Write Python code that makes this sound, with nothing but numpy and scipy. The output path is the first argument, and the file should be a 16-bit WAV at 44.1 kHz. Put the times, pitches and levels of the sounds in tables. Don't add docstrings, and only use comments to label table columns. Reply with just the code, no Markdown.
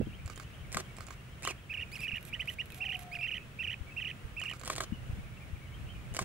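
import sys
import numpy as np
from scipy import signal
from scipy.fft import rfft, irfft, next_fast_len
from scipy.io import wavfile
from scipy.ndimage import uniform_filter1d

SR = 44100
rng = np.random.default_rng(int(sys.argv[2]) if len(sys.argv) > 2 else 0)


def persist_wave(psi):
    counts = np.round(np.clip(psi, -1, 1) * 32767).astype(np.int16)
    wavfile.write(sys.argv[1], SR, np.atleast_2d(counts).T)


N = 275184
TIME = np.arange(N) / SR
# (pitch_hz [Hz], relative_level_db [dB])
WIND = [(15, -26), (45, -3), (80, -0.5), (150, -6.5), (300, -29.5), (700, -39), (3000, -66)]


def amp(db):
    return 10 ** (np.asarray(db) / 20)


def unit(x):
    return x / np.sqrt(np.mean(x ** 2) + 1e-20)


def read(points, hz):
    point_hz, value = np.transpose(points)
    return np.interp(np.log(hz + 1), np.log(point_hz + 1), value)


def add(mix, s, sound):
    start = round(s * SR)
    sound = sound[max(-start, 0):]
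    part = mix[max(start, 0):][:len(sound)]
    part += sound[:len(part)]


def noise(spectrum, size):
    length = next_fast_len(size + 2048)
    gain = amp(read(spectrum, np.fft.rfftfreq(length, 1 / SR)))
    coloured = irfft(rfft(rng.standard_normal(length)) * gain, length)
    return unit(coloured)[:size]


def waver(rate_hz, size):
    steps = np.arange(size) * rate_hz * 2 / SR
    knots = rng.standard_normal(size + 2)
    return unit(np.interp(steps, np.arange(size + 2), knots))


def place(x, lag_ms, balance):
    hz = np.fft.rfftfreq(N, 1 / SR)
    half_db = read(balance, hz) / 2
    spectrum = rfft(x)
    delay = np.exp(-2j * np.pi * hz * lag_ms / 1000)
    left = spectrum * amp(half_db) * delay
    right = spectrum * amp(-half_db)
    return irfft(np.array([left, right]), N)


def scatter(x, wet_db, t60):
    t = np.arange(SR // 2) / SR
    strength = rng.standard_normal((2, len(t)))
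    sparse = rng.random((2, len(t))) < .1
    taps = strength * sparse * amp(-60 * t / t60) * (t > .002)
    taps /= np.linalg.norm(taps, axis=1, keepdims=True)
    return x + amp(wet_db) * signal.oaconvolve(x, taps, axes=1)[:, :N]


def stereo_noise(spectrum):
    # (pitch_hz [Hz], likeness [0 to 1])
    likeness = [(50, 0.74), (130, 1), (600, 0.62), (1500, 0.06), (3000, 0.04), (6000, 0.064)]
    same = np.clip(read(likeness, np.fft.rfftfreq(N, 1 / SR)), 0, 1)
    shared, left, right = (rfft(noise(spectrum, N)) for _ in range(3))
    return irfft(np.sqrt(same) * shared + np.sqrt(1 - same) * np.array([left, right]), N)


def outdoor_hush(level_db=-53.5):
    # (pitch_hz [Hz], relative_level_db [dB])
    hush_colour = [(100, -8.5), (190, -3.5), (260, -10), (650, -15), (900, -19), (1300, -15), (2800, -17.5),
                   (4500, -29.5), (10000, -32), (15000, -39.5), (16000, -45)]
    return amp(level_db) * stereo_noise(hush_colour) * amp(0.64 * waver(4.9, N))


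def rumble(level_db=-51.5):
    return amp(level_db) * stereo_noise(WIND)


def gusts(trim_db=-3, lump_db=3.5):
    # (time_s [s], level_db [dB])
    strength = [(0.0, -35), (0.4, -63), (0.76, -45), (0.83, -60.5), (4.78, -55.5), (5.14, -39.5),
                (5.35, -47), (6.24, -44)]
    gust_db = np.interp(TIME, *np.transpose(strength)) + trim_db
    return np.array([amp(gust_db + lump_db * waver(12, N)) * noise(WIND, N) for _ in range(2)])


def air_bumps(cycles=0.41):
    # (middle_s [s], peak_db [dB], pitch_hz [Hz], left_minus_right_db [dB])
    bumps = [(.005, -20, 197, -12), (.013, -28, 380, -16.5), (.027, -29, 90, -4), (0.0716, -31.5, 240, 10),
             (0.259, -31, 82, -2), (.76, -33, 146, 10), (2.135, -36.5, 124, -15), (3.813, -35, 79.4, 17),
             (4.251, -39.5, 61.2, -19), (4.925, -29, 162, 18), (5.10, -28.5, 100, 3.5),
             (5.134, -34.5, 93, -17), (5.187, -36, 160, -11), (5.535, -33, 86, 14.5),
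             (6.217, -33.5, 129, -10)]
    out = np.zeros((2, N))
    t = np.arange(-SR // 20, SR // 20) / SR
    for s, db, hz, pan_db in bumps:
        push = -np.exp(-(t * hz / cycles) ** 2) * np.cos(2 * np.pi * hz * t)
        for port, side in zip(out, (1, -1)):
            add(port, s + t[0], amp(db + side * pan_db / 2) * push)
    return scatter(out, wet_db=-4.5, t60=0.059)


def engine(firing_hz=16, pipe_hz=127, level_db=-57.0, thud_s=0.025):
    out = np.zeros(N)
    t = np.arange(SR // 6) / SR
    thud = (1 - np.exp(-t / 0.0022)) * np.exp(-t / thud_s) * np.sin(2 * np.pi * pipe_hz * t)
    for k, (late, size) in enumerate(rng.standard_normal((110, 2))):
        add(out, k / firing_hz + 0.0011 * late, amp(2.0 * size) * thud)
    return scatter(amp(level_db) * unit(np.array([out, out])), wet_db=-9, t60=0.31)


def far_cry(flutter=0.033, flutter_hz=170):
    # (start_s [s], length_s [s], pitch_hz [Hz], sag [Hz per s], level_db [dB])
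    cries = [(2.1, .5, 656, 35, -67.5), (2.744, 0.48, 788, 235.7, -58)]
    scoop, scoop_s = 0.258, 0.0251
    fade_share = 0.27
    out = np.zeros(N)
    for s, length, hz, sag, db in cries:
        t = np.arange(0, length, 1 / SR)
        pitch = (hz - sag * t) * (1 - scoop * np.exp(-t / scoop_s))
        pitch = pitch * (1 + flutter * waver(flutter_hz, len(t)))
        tone = np.sin(2 * np.pi * np.cumsum(pitch) / SR)
        add(out, s, amp(db) * signal.windows.tukey(len(t), fade_share) * tone)
    return scatter(np.array([out, out]), wet_db=4, t60=0.46)


def colony(count=170, spread_db=4, lowest_hz=2150, range_hz=1100):
    # (start_s [s], pitch_hz [Hz], rise [share of pitch], level_db [dB])
    clear_notes = [(.118, 2900, 0.42, -58), (.52, 2900, .45, -62), (.877, 2310, -.03, -61),
                   (1.858, 2510, -.06, -58), (2.286, 2376, -0.036, -57), (2.70, 2580, -.04, -56),
                   (3.392, 2600, 0.06, -54.5), (3.868, 2334, -0.043, -55), (3.902, 2630, 0.0072, -56),
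                   (4.922, 2970, .03, -59), (5.403, 2386, -0.077, -57.5), (5.882, 3095, 0.11, -56)]
    # (time_s [s], level_db [dB])
    liveliness = [(0, -60.5), (1.2, -69.5), (4.4, -68.5), (5.9, -61.5)]
    clear_s, arch = .037, 0.082
    notes = [(s, clear_s, hz, rise, db) for s, hz, rise, db in clear_notes]
    for k, (late, longer, higher, tilt, louder) in enumerate(rng.random((count, 5))):
        s = (k + late) / count * N / SR
        db = np.interp(s, *np.transpose(liveliness)) + spread_db * (2 * louder - 1)
        notes.append((s, 0.011 + 0.0252 * longer, lowest_hz + range_hz * higher, 0.606 * (tilt - .4), db))

    out = np.zeros(N)
    for s, length, hz, rise, db in notes:
        u = np.linspace(-1, 1, int(length * SR))
        pitch = hz * (1 + rise * u / 2 - arch * u ** 2 + 0.011 * waver(390, len(u)))
        tone = np.sin(2 * np.pi * np.cumsum(pitch) / SR)
        add(out, s, np.sqrt(2) * amp(db) * np.sqrt(1 - u ** 2) * tone)
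    return scatter(np.array([out, out]), wet_db=0.0, t60=0.14)


def camera(shots, action, clatter, fall_s, focus_db=6, blur=0.041):
    # (pitch_hz [Hz], relative_level_db [dB])
    body_modes = [(390, -1.5), (610, 0.5), (1200, 3.5), (1500, -1), (2220, 1), (4450, 1), (7250, 8),
                  (8170, 4.5), (10300, 0.5)]
    out = np.zeros(N)
    for s in shots:
        for offset, length, clatter_db, ring_db, centre_hz in action:
            t = np.arange(0, length + 8 * fall_s, 1 / SR)
            blow = (1 - np.exp(-t / 0.00046)) * np.exp(-np.maximum(t - length, 0) / fall_s)
            ring = np.zeros(len(t))
            for hz, db in body_modes:
                pitch = hz * (1 + blur * waver(503, len(t)))
                octaves_away = abs(np.log2(hz / centre_hz))
                ring += amp(db - focus_db * octaves_away) * np.sin(2 * np.pi * np.cumsum(pitch) / SR)
            grit = noise(clatter, len(t)) * unit(amp(2.2 * waver(511, len(t))))
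            add(out, s + offset, blow * (amp(ring_db) * unit(ring) + amp(clatter_db) * grit))
    return out


def cameras():
    near_shots = [.7688, 1.4732, 4.699, 4.8042, 6.1895]
    burst_shots = [.298, .3972, 1.005, 1.1053, 4.4358, 4.534, 4.634]
    thin_shots = [2.005, 2.252, 2.499, 2.7455, 2.9925]
    # (from_exposure_s [s], length_s [s], clatter_db [dB], ring_db [dB],
    # centre_hz [Hz], the pitch that the blow rings most)
    near_action = [(-.050, 0.0011, -39, -45, 7400), (-.0418, 0.00042, -33.5, -31.5, 7200),
                   (-.040, 0.0132, -47.5, -96, 7400), (-.0238, 0.0032, -33, -36, 597),
                   (-.020, 0.01, -55, -58, 630), (-.005, 0.0054, -70, -53, 1200),
                   (0, .004, -33.5, -28, 1200), (.005, 0.0283, -45.5, -49.5, 387),
                   (.031, 0.0078, -41.5, -48, 384)]
    burst_action = [(-.038, 0.0011, -52, -44, 7400), (-.032, 0.0022, -55, -73, 7400),
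                    (-.021, .002, -48, -42.5, 700), (0, .004, -50, -44, 1200), (.008, .030, -61, -62, 1400)]
    thin_action = [(-.0885, 0.0015, -51, -67, 10300), (-.0425, 0.00086, -47.5, -69, 10300),
                   (-.0248, 0.0016, -48.5, -69, 10300), (-.001, 0.0022, -46, -70, 10300),
                   (.009, .035, -58, -87, 10300), (0.0326, 0.0012, -53, -66, 10300)]
    # (pitch_hz [Hz], relative_level_db [dB])
    full_clatter = [(100, -27), (400, 6.5), (900, 1), (1400, 3), (2700, -1), (5000, -0.5), (7800, -1.5),
                    (11000, -11.5), (15500, -19)]
    thin_clatter = [(300, -32), (2500, 7), (5000, -5.5), (8000, -1.5), (12500, -1), (15500, -24)]
    # (pitch_hz [Hz], left_minus_right_db [dB])
    near_balance = [(200, 0), (380, -7), (1290, 0), (2380, 6), (4400, 1), (8100, -10), (15000, 0)]
    side_balance = [(400, 0), (1300, -9), (2400, -11), (8000, -8), (15000, -23)]
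    near = place(camera(near_shots, near_action, full_clatter, fall_s=0.0008), 0.086, near_balance)
    burst = place(camera(burst_shots, burst_action, full_clatter, fall_s=0.001), 0.035, side_balance)
    thin = place(camera(thin_shots, thin_action, thin_clatter, fall_s=0.00086), 0.035, side_balance)
    return scatter(near + burst + thin, wet_db=-8, t60=0.046)


def syrinx(hz, level_db, low, boost_db, drop=.645, jitter=0.011, shimmer=0.022, break_rough=0.18,
           edge_s=0.00052):
    # (pitch_hz [Hz], gain_db [dB])
    throat = [(1700, -17.5), (1950, -11.5), (2200, -10), (2450, -4.5), (2750, -2.5), (3000, -2.5),
              (3300, -21)]
    # (multiple [times the pitch], relative_level_db [dB])
    overtone_levels = [(2, -30.5), (3, -39), (4, -36.5), (5, -40)]
    size = len(hz)
    low = uniform_filter1d(low.astype(float), size=50)
    throat_db = (1 - low) * read(throat, hz) + low * read(throat, hz * drop)
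    hz = hz * (1 + (drop - 1) * low) * (1 + jitter * (1 + low) * waver(600, size))
    phase = 2 * np.pi * np.cumsum(hz) / SR
    overtones = sum(amp(db + boost_db) * np.cos(round(k) * phase) for k, db in overtone_levels)
    tone = amp(throat_db) * np.cos(phase) + amp(throat_db / 2) * overtones
    tone += amp(-21) * low * np.cos(phase * 3 / 2)
    flutter = 1 + (shimmer + break_rough * low) * waver(500, size)
    edges = signal.windows.tukey(size, min(2 * edge_s * SR / size, 1))
    return np.sqrt(2) * amp(level_db) * tone * flutter * edges


def slur(length, start_hz, end_hz, db, break_s, boost_db):
    rise_ease, sag_per_s, fade_db_per_s = 1.8, 1.6, 200
    t = np.arange(0, length + break_s, 1 / SR)
    bend = rise_ease if end_hz > start_hz else 1
    hz = end_hz + (start_hz - end_hz) * np.maximum(1 - t / length, 0) ** bend
    after = np.maximum(t - length, 0)
    return syrinx(hz * (1 - sag_per_s * after), db - fade_db_per_s * after, after > 0, boost_db)


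def upslurs():
    # (start_s [s], glide_length_s [s], top_hz [Hz], level_db [dB], break_length_s [s])
    chirps = [(2.327, 0.024, 3020, -34, 0.019), (2.394, .025, 3120, -32, 0.012),
              (2.474, .027, 3060, -33, 0.012), (2.585, .030, 2963, -33, 0.0092)]
    out = np.zeros(N)
    for s, length, top_hz, db, break_s in chirps:
        add(out, s, slur(length, 2100, top_hz, db, break_s, boost_db=-0.5))
    return out


def twitter():
    # (start_s [s], glide_length_s [s], start_hz [Hz], end_hz [Hz], level_db [dB], break_length_s [s])
    glides = [(1.436, 0.021, 2350, 2830, -41, 0.023), (1.459, .010, 3080, 3080, -32.5, 0.012),
              (1.483, .015, 3260, 2410, -36.5, 0.0043), (1.501, 0.0102, 2900, 2310, -37.5, .002),
              (1.513, .010, 2510, 2060, -39, 0.0027)]
    out = np.zeros(N)
    for s, *glide in glides:
        add(out, s, slur(*glide, boost_db=11))
    return out


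def reedy_calls():
    # (start_s [s], level_db [dB], overtone_boost_db [dB] at the start of the call)
    calls = [(1.9177, -38.5, 20), (3.115, -34, 9.5)]
    # (from_call_start_s [s], glide_length_s [s], start_hz [Hz], end_hz [Hz],
    # effort_db [dB], break_length_s [s])
    steps = [(0, 0.031, 2075, 2595, -4, .008), (0.037, .021, 2885, 2006, -1, 0.0016),
             (0.073, .021, 2520, 2320, -3, 0), (.096, .017, 2680, 2610, -1, .002),
             (0.115, .017, 2810, 2140, 1, 0.00029)]
    mellow_db_per_s = 62
    out = np.zeros(N)
    for s, db, boost_db in calls:
        for at, length, start_hz, end_hz, effort_db, break_s in steps:
            glide_boost_db = boost_db - mellow_db_per_s * at
            add(out, s + at, slur(length, start_hz, end_hz, db + effort_db, break_s, glide_boost_db))
    return out


def phrase(stretch, factor, db, stutters):
    # (length_s [s], top_hz [Hz], end_hz [Hz],
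    # crest [share of length], squareness [power], break_from_s [s], break_length_s [s])
    arches = [(.036, 2760, 2380, 0.516, 1.9, 0, 0), (.040, 3070, 1900, .39, 2.2, .005, .009),
              (.030, 2900, 2150, 0.445, 2.0, .006, .005), (.054, 3050, 1980, .52, 3.2, .0153, .0065)]
    from_hz = 2142
    stutter_s = .0124
    swell_db, swell_s = -3, 0.016
    bright_hz, bright_db_per_hz = 2900, 0.0122
    slack_hz, slack_db_per_hz = 2350, 0.15
    hz, low = [], []
    for k, (length, top_hz, end_hz, crest, squareness, break_at, break_s) in enumerate(arches):
        t = np.arange(0, length, 1 / (SR * stretch))
        u = t / length - crest
        climb = (top_hz - from_hz) * abs(u / crest) ** squareness
        fall = (top_hz - end_hz) * abs(u / (1 - crest)) ** squareness
        hz.append(top_hz - np.where(u < 0, climb, fall))
        repeats = round(stutters) if k == len(arches) - 1 else 1
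        since = t - break_at
        low.append((since > 0) & (since < repeats * stutter_s) & (since % stutter_s < break_s))
        from_hz = end_hz
    hz, low = np.concatenate(hz), np.concatenate(low)
    swell = swell_db * np.maximum(1 - np.arange(len(hz)) / SR / swell_s, 0)
    slack = -slack_db_per_hz * np.maximum(slack_hz - hz, 0)
    boost_db = bright_db_per_hz * (hz - bright_hz)
    return syrinx(factor * hz, db + np.minimum(swell, slack), low, boost_db)


def rolling_phrases():
    # (start_s [s], stretch [times as long], pitch_factor [times], level_db [dB], last_arch_breaks [count])
    phrases = [(1.693, 0.92, 0.96, -36, 2), (2.030, 0.99, 0.96, -34.5, 3), (2.802, 1.015, 1.0, -33.5, 2),
               (3.226, 1.005, 1.01, -34, 3), (3.586, 1.012, 1.0, -34, 3), (3.962, .985, 1.01, -35, 3),
               (4.363, 1.06, 0.98, -36, 3)]
    out = np.zeros(N)
    for s, *delivery in phrases:
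        add(out, s, phrase(*delivery))
    return out


def perched_birds():
    calls = upslurs() + twitter() + reedy_calls() + rolling_phrases()
    balance = [(2000, -5.0), (2800, -7.5), (9000, -4)]  # (Hz, left minus right dB)
    return scatter(place(calls, 0.022, balance), wet_db=-16.0, t60=0.18)


def scene():
    background = outdoor_hush() + rumble() + gusts() + air_bumps() + engine() + far_cry()
    return background + colony() + cameras() + perched_birds()


def record(dry, whine_db=-76, whine_hz=15708, edge_hz=16000):
    whine = np.sin(2 * np.pi * whine_hz * TIME)
    low_pass = signal.firwin(511, edge_hz, window=("kaiser", 9), fs=SR)
    return signal.oaconvolve(dry + amp(whine_db) * whine, low_pass[None], "same")


dry = scene()
out = record(dry)
persist_wave(out)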